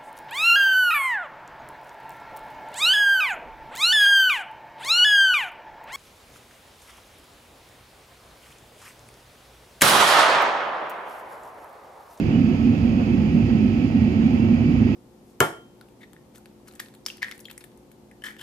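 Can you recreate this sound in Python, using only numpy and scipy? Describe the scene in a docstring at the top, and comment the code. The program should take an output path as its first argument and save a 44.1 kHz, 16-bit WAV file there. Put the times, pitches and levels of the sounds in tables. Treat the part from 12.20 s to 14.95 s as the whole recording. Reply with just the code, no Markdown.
"""Jet exhaust rumbles through the fuselage of an airliner climbing after takeoff, heard behind the wing.
The rumble is shaped noise in four surging ranges; a narrow resonance throbs as the cabin's boom, with a
quieter hum about an octave below. Shaped noise also makes the air rush over the skin and the vent hiss.
Sines make the thin whines of spinning machinery; resonant noise makes a vent whistle and squeaks of the
trim, and short bursts of noise make its ticks."""
import sys
import numpy as np
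from scipy import signal
from scipy.fft import rfft, irfft
from scipy.io import wavfile
from scipy.ndimage import uniform_filter1d

SR = 44100
rng = np.random.default_rng(int(sys.argv[2]) if len(sys.argv) > 2 else 0)


def inscribe(sig):
    """Save sig as 16-bit PCM at rate SR to the path in sys.argv[1].

    A 1-D sig is mono; a 2-D sig holds one channel per row.
    Samples are clipped to [-1, 1] before scaling.
    """
    pcm = np.round(np.clip(np.atleast_2d(sig).T, -1, 1) * 32767)
    wavfile.write(sys.argv[1], SR, pcm.astype(np.int16))


N = 121275
TIME = np.arange(N) / SR  # s
FREQS = np.maximum(np.arange(N // 2 + 1) * SR / N, 1)  # Hz, kept above zero for the logarithm


def from_db(db):
    """Decibels to gain."""
    return 10 ** (np.asarray(db) / 20)


def rms_one(x):
    """Scale to unit power."""
    return x / np.sqrt(np.mean(np.abs(x) ** 2) + 1e-20)


def at_hz(points, freqs=FREQS):
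    """Read a table along log frequency."""
    hz, value = np.transpose(points)
    return np.interp(np.log(freqs), np.log(hz), value)


def over_time(points):
    """Read a table along time, with straight lines between its points."""
    return np.interp(TIME, *np.transpose(points))


def sides(pan_db):
    """Left and right gains for a level difference, left minus right."""
    return from_db(np.array([[.5], [-.5]]) * pan_db)


def drift(rate_hz):
    """Slow random movement with a spread of about 1: noise that falls away above rate_hz."""
    hz = np.arange(N + 1) * SR / (2 * N)
    noise = rfft(rng.standard_normal(2 * N))
    slow = irfft(noise / (1 + (hz / rate_hz) ** 2))
    return rms_one(slow)[:N]


def surge(level, swing):
    """Gain that follows a share of a level curve's swing about its mean."""
    db = over_time(level)
    return from_db(swing * (db - db.mean()))


def evened(x, steady):
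    """Smooth out chance swells of noise; steady is 0-1."""
    power = np.mean(x ** 2, axis=0)
    for _ in range(2):
        power = uniform_filter1d(power, size=1800)  # about 41 ms
    return x * (power.mean() / power) ** (np.clip(steady, 0, 1) / 2)


def turbulence(spectrum, pan_db, likeness):
    """Stereo noise of a given density, balance and likeness between the sides."""
    mid, side = rfft(rng.standard_normal((2, N)))
    alike = np.clip(likeness, 0, 1)
    pair = np.sqrt(1 + alike) * mid + np.sqrt(1 - alike) * side * [[1], [-1]]
    density = from_db(at_hz(spectrum)) * np.sqrt(SR) / 2
    return irfft(pair * sides(pan_db) * density, N)


def resonance(hz, width_hz, steady):
    """Noise ringing in a narrow resonance whose centre may move; steady (0-1) evens out its swells."""
    swell = rms_one(drift(width_hz * .7) + 1j * drift(width_hz * .7))
    swell = swell / (np.abs(swell) ** 2 + 0.14) ** (np.clip(steady, 0, 1) / 2)
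    phase = 2 * np.pi * np.cumsum(hz * np.ones(N)) / SR
    return rms_one((swell * np.exp(1j * phase)).real)


def right_later(x, lag):
    """Delay the right side by a lag that depends on frequency; the end is mirrored to avoid a jump."""
    hz = np.arange(N + 1) * SR / (2 * N)
    turn = np.exp(-2j * np.pi * hz * at_hz(lag, np.maximum(hz, 1)))
    mirrored = np.hstack([x[1], x[1, ::-1]])
    return np.array([x[0], irfft(rfft(mirrored) * turn)[:N]])


TRIM_PAN_DB = -14  # left minus right, for ticks and squeaks
TICK_RISE_S = 0.012
# faint ticks of the cabin trim: start_s, level_db, centre_hz
TRIM_TICKS = [(1.295, -50, 1400), (2.006, -50.5, 1710)]


def trim_ticks():
    """Plastic panels slip: brief soft bursts of noise in a band about an octave wide."""
    out = np.zeros((2, N))
    for start_s, level_db, centre_hz in TRIM_TICKS:
        age = np.maximum(TIME - start_s, 0) / TICK_RISE_S
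        envelope = age * np.exp(1 - age)  # peaks at 1 after the rise time
        edges_hz = [centre_hz / np.sqrt(2), centre_hz * np.sqrt(2)]
        band = signal.butter(1, edges_hz, "band", fs=SR, output="sos")
        rub = signal.sosfilt(band, signal.sosfilt(band, rng.standard_normal((2, N))))
        out += from_db(level_db) * envelope * rms_one(rub)
    return out * sides(TRIM_PAN_DB)


SQUEAK_WIDTH_HZ, SQUEAK_STEADY = 25, .9  # steady: 0-1
# faint squeaks of the trim: middle_s, length_s, level_db, pitch_hz
TRIM_SQUEAKS = [(.16, .07, -47, 2920), (.335, .05, -55, 2900), (2.22, .05, -49.5, 2690),
                (2.04, .13, -65, 3815)]


def trim_squeaks():
    """A panel edge sings for a moment as it rubs: a narrow resonance under a flat-topped swell."""
    out = np.zeros(N)
    for middle_s, length_s, level_db, pitch_hz in TRIM_SQUEAKS:
        envelope = np.exp(-(2 * (TIME - middle_s) / length_s) ** 4)
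        out += from_db(level_db) * envelope * resonance(pitch_hz, SQUEAK_WIDTH_HZ, SQUEAK_STEADY)
    return out * sides(TRIM_PAN_DB)


WHISTLE_HZ, WHISTLE_WIDTH_HZ, WHISTLE_STEADY = 2590, 40, .1  # steady: 0-1
WHISTLE_WANDER_HZ, WHISTLE_WANDER_RATE_HZ = 45, 11
WHISTLE_DB, WHISTLE_PAN_DB = -54.5, -12


def vent_whistle():
    """A breathy whistle wavers inside the hiss: a narrow resonance with a wandering centre."""
    hz = WHISTLE_HZ + WHISTLE_WANDER_HZ * drift(WHISTLE_WANDER_RATE_HZ)
    whistle = resonance(hz, WHISTLE_WIDTH_HZ, WHISTLE_STEADY)
    return from_db(WHISTLE_DB) * whistle * sides(WHISTLE_PAN_DB)


WHINE_WANDER, WHINE_WANDER_RATE_HZ = .0007, 5  # wander as a share of the speed
WHINE_FLICKER_DB, WHINE_FLICKER_RATE_HZ = 2.2, 6


def rotor_speed():
    """Relative speed of a rotor, wandering slightly about 1."""
    return 1 + WHINE_WANDER * drift(WHINE_WANDER_RATE_HZ)


def tone(hz, speed, db, pan_db):
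    """A thin sine that follows a rotor's relative speed and flickers in level."""
    level = from_db(db + WHINE_FLICKER_DB * drift(WHINE_FLICKER_RATE_HZ))
    sine = np.sqrt(2) * np.sin(2 * np.pi * np.cumsum(hz * speed) / SR)
    return sine * level * sides(pan_db)


WHINE_TRIM_DB = 1.2
# whines of compressor and cabin blowers; level is before the trim, at mid-scene:
# pitch_hz, level_db, left_minus_right_db, rise_db_per_s
MACHINE_WHINES = [(2322, -51.5, -6, 1.4), (3310, -64, -9, 1), (6399, -74.5, -2, -1.5), (6464, -82, -3, -2),
                  (6525, -81, -6, -2), (6743, -73.5, 0, -1), (6928, -84, -8, 0)]


def machine_whines():
    """Compressor and blower whines, each wandering by itself and slowly rising, fading or holding."""
    out = np.zeros((2, N))
    for pitch_hz, level_db, pan_db, rise_db_per_s in MACHINE_WHINES:
        db = level_db + WHINE_TRIM_DB + rise_db_per_s * (TIME - TIME.mean())
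        out += tone(pitch_hz, rotor_speed(), db, pan_db)
    return out


FAN_HZ, FAN_TRIM_DB = 61.87, -0.1  # shaft turns per second; level trim
# buzz tones of the engine fan, before the trim and swell:
# shaft_multiple, level_db, left_minus_right_db
FAN_TONES = [(18, -67.5, 4), (21, -60.7, -3), (31, -56.8, -3), (34, -65, -11), (44, -63, -12),
             (47, -67, -12), (65, -72.5, -5)]
# their shared swell: time_s, gain_db
FAN_SWELL = [(0, 2), (.8, 1), (1.5, 3.5), (2.75, 2)]


def fan_buzz():
    """Multiples of the fan's shaft rate, all wandering together because they share one shaft."""
    shaft = rotor_speed()
    out = np.zeros((2, N))
    for multiple, level_db, pan_db in FAN_TONES:
        out += tone(multiple * FAN_HZ, shaft, level_db + FAN_TRIM_DB, pan_db)
    return out * from_db(over_time(FAN_SWELL))


# colour of the vent hiss: pitch_hz, density_db_per_hz
HISS_COLOUR = [(1000, -104), (1750, -84), (2250, -78.5), (2460, -74.5), (2620, -76), (2800, -78),
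               (3150, -80.5), (3600, -86.5), (4200, -88), (4800, -85), (5600, -93.5), (6800, -93.5),
               (7350, -100.5), (8000, -107.3), (10000, -109), (11800, -104.5), (15500, -111)]
# its place: pitch_hz, left_minus_right_db
HISS_PLACE = [(1800, -14), (2600, -12.5), (3200, -9.5), (4000, -3), (4800, -8.5), (6000, -5), (6900, -0.5),
              (8000, 6.5), (10000, 4), (12000, 5.5), (15000, -4.5)]
# how alike its two sides are: pitch_hz, likeness_0_to_1
HISS_ALIKE = [(2000, 0.16), (2500, 0.23), (2900, 0.51), (4800, 0.24), (7000, 0.082), (12000, .03)]


def vent_hiss():
    """Air hisses from the cabin vents: bright, steady turbulence."""
    return turbulence(HISS_COLOUR, at_hz(HISS_PLACE), at_hz(HISS_ALIKE))


RUSH_SWING = 0.54  # share of the level curve's swing that the rush follows
# colour of the outside air, before its surges: pitch_hz, density_db_per_hz
RUSH_COLOUR = [(30, -77.5), (120, -55.5), (300, -60.5), (440, -65), (510, -61), (590, -67.5), (750, -65.5),
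               (880, -70.5), (1020, -75), (1400, -78.5), (1800, -84.5), (3000, -97.5), (6000, -130)]
# its surges, of which only the swing about the mean is used: time_s, level_db
RUSH_SURGES = [(0.03, -40.5), (0.19, -34.5), (0.21, -45), (0.27, -37.5), (0.53, -41), (0.54, -41),
               (0.75, -40), (0.82, -31.5), (0.84, -39.5), (1.69, -43), (1.7, -36.5), (1.79, -45),
               (1.83, -41.5), (1.85, -40), (2.16, -39), (2.24, -39.5), (2.69, -39.5), (2.7, -41)]
# its place: pitch_hz, left_minus_right_db
RUSH_PLACE = [(380, -5), (520, -1.5), (720, 0), (1000, -1.5), (1600, -6)]
# how alike its two sides are: pitch_hz, likeness_0_to_1
RUSH_ALIKE = [(300, 0.57), (430, 0.88), (650, 0.41), (860, 0.23), (1050, 0.49), (1400, 0.15)]


def air_rush():
    """Air rushes over the fuselage: turbulence that surges."""
    rush = turbulence(RUSH_COLOUR, at_hz(RUSH_PLACE), at_hz(RUSH_ALIKE))
    return rush * surge(RUSH_SURGES, RUSH_SWING)


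RUSH_FLUTTER_DB, HISS_FLUTTER_DB, FLUTTER_RATE_HZ = 0.93, 0.5, 20


def airflow():
    """The rush outside and the vent hiss inside, each fluttering slightly on its own."""
    rush, hiss = air_rush(), vent_hiss()
    rush = rush * from_db(RUSH_FLUTTER_DB * drift(FLUTTER_RATE_HZ))
    hiss = hiss * from_db(HISS_FLUTTER_DB * drift(FLUTTER_RATE_HZ))
    return rush + hiss


HUM_HZ, HUM_WIDTH_HZ, HUM_STEADY = 112, 9, .8  # steady: 0-1
HUM_DB, HUM_SWING = -31.5, 1  # level before the surges; share of the deep surges it follows
BOOM_WIDTH_HZ, BOOM_STEADY, BOOM_TRIM_DB, BOOM_PAN_DB = 21, .9, -2.2, -5.3
# throb of the boom before its trim; its swing also drives one rumble range: time_s, level_db
BOOM_THROB = [(0.0, -25.5), (0.08, -36.5), (0.14, -20), (0.27, -17), (0.36, -23), (0.5, -14.5), (0.6, -28),
              (0.66, -16), (0.69, -20.5), (0.9, -23.5), (0.95, -10.5), (0.96, -23.5), (1.08, -18),
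              (1.11, -29), (1.15, -15), (1.29, -26), (1.35, -12.5), (1.38, -21), (1.46, -15), (1.55, -27.5),
              (1.59, -15.5), (1.62, -22), (1.65, -17), (1.71, -28.5), (1.75, -16.5), (1.88, -18),
              (1.9, -26.5), (2.07, -14.5), (2.1, -21), (2.3, -17.5), (2.34, -13), (2.38, -24.5),
              (2.41, -16.5), (2.57, -24.5), (2.61, -15.5), (2.75, -23.5)]
# the boom's wavering centre: time_s, pitch_hz
BOOM_WAVER = [(0, 227.6), (.2, 240.4), (.35, 223.2), (.5, 228), (.85, 219.4), (.95, 234), (1.05, 220),
              (1.17, 231.4), (1.45, 223), (1.65, 237.9), (1.85, 214.2), (2.05, 229.7), (2.32, 224.7),
              (2.48, 242.5), (2.6, 228), (2.75, 232.2)]


def cabin_boom():
    """A cabin resonance throbs and wavers over a quieter hum that swells with the deep rumble."""
    boom = resonance(over_time(BOOM_WAVER), BOOM_WIDTH_HZ, BOOM_STEADY)
    boom = boom * from_db(over_time(BOOM_THROB) + BOOM_TRIM_DB)
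    hum = resonance(HUM_HZ, HUM_WIDTH_HZ, HUM_STEADY)
    hum = hum * from_db(HUM_DB) * surge(DEEP_SURGES, HUM_SWING)
    return (boom + hum) * sides(BOOM_PAN_DB)


RUMBLE_PAN_DB, RUMBLE_STEADY = -4.5, .75  # steady: 0-1
# colour of the exhaust through the wall, before its surges: pitch_hz, density_db_per_hz
RUMBLE_COLOUR = [(22, -108), (29, -89.5), (38, -60), (62, -52.5), (88, -44.5), (130, -50), (162, -43),
                 (182, -50.5), (205, -44), (230, -45), (255, -41.5), (280, -43.5), (315, -51.5),
                 (352, -50.5), (415, -68), (600, -94.5), (1500, -150)]
# how alike its two sides are: pitch_hz, likeness_0_to_1
RUMBLE_ALIKE = [(60, .985), (160, .95), (240, .94), (300, .96), (420, .75)]
# deep, drone, boom and upper ranges: top_hz, swing (share of the surge curve followed)
RANGES = [(138, .75), (192, .8), (258, .6), (1500, .8)]
# surges of the deep range (shared with the hum), drone and upper ranges,
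# used only as swing about the mean: time_s, level_db
DEEP_SURGES = [(0.0, -45.5), (0.05, -23), (0.33, -30.5), (0.34, -27), (0.52, -22.5), (0.54, -34.5),
               (0.63, -21), (0.69, -25), (0.72, -27), (0.89, -29.5), (0.91, -27.5), (1.01, -26.5),
               (1.15, -27), (1.18, -33), (1.23, -18.5), (1.35, -32), (1.41, -27.5), (1.75, -29.5),
               (1.83, -19), (1.88, -31.5), (1.92, -18), (1.96, -30), (2.41, -24.5), (2.49, -31.5),
               (2.58, -20), (2.75, -31)]
DRONE_SURGES = [(0.0, -29), (0.2, -20.5), (0.3, -30.5), (0.32, -20.5), (0.41, -46.5), (0.47, -27.5),
                (0.9, -33), (1.0, -21.5), (1.09, -27), (1.13, -18), (1.25, -33), (2.01, -30.5),
                (2.04, -17.5), (2.07, -26), (2.44, -33.5), (2.47, -16.5), (2.6, -34.5), (2.75, -32)]
UPPER_SURGES = [(0.0, -24.5), (0.2, -25), (0.28, -29), (0.31, -22), (0.38, -37.5), (0.42, -26), (0.88, -31),
                (0.91, -25), (1.05, -32), (1.16, -26.5), (1.64, -26), (1.66, -24), (1.69, -34.5),
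                (1.76, -21.5), (1.79, -32), (1.92, -24.5), (1.95, -25.5), (1.99, -26.5), (2.32, -26.5),
                (2.34, -33.5), (2.51, -20.5), (2.61, -30), (2.66, -24), (2.75, -25.5)]


def exhaust_rumble():
    """Jet exhaust roar, nearly alike on both sides; four ranges surge by separate curves, the third with the boom."""
    remaining = turbulence(RUMBLE_COLOUR, RUMBLE_PAN_DB, at_hz(RUMBLE_ALIKE))
    out = np.zeros((2, N))
    surges = (DEEP_SURGES, DRONE_SURGES, BOOM_THROB, UPPER_SURGES)
    for level, (top_hz, swing) in zip(surges, RANGES):
        part = irfft(rfft(remaining) / (1 + (FREQS / top_hz) ** 30), N)  # steep low-pass
        out += evened(part, RUMBLE_STEADY) * surge(level, swing)
        remaining = remaining - part
    return out


# how much later the noises reach the right side: pitch_hz, lag_s
NOISE_LAG = [(110, .00029), (240, .00019), (350, .0002), (730, .00023), (1000, .00037), (3000, .000385)]
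# the same for the whines and fan tones: pitch_hz, lag_s
TONE_LAG = [(2000, .00017)]


def scene():
    """Everything as heard at the window seat, reaching the left side first."""
    noises = exhaust_rumble() + cabin_boom() + airflow()
    noises = noises + vent_whistle() + trim_ticks() + trim_squeaks()
    tones = fan_buzz() + machine_whines()
    return right_later(noises, NOISE_LAG) + right_later(tones, TONE_LAG)


CUTOFF_HZ = 15750


def record(dry):
    """Cut the top steeply with an elliptic low-pass."""
    low_pass = signal.ellip(10, .1, 80, CUTOFF_HZ, fs=SR, output="sos")
    return signal.sosfilt(low_pass, dry)


dry = scene()
out = record(dry)
inscribe(out)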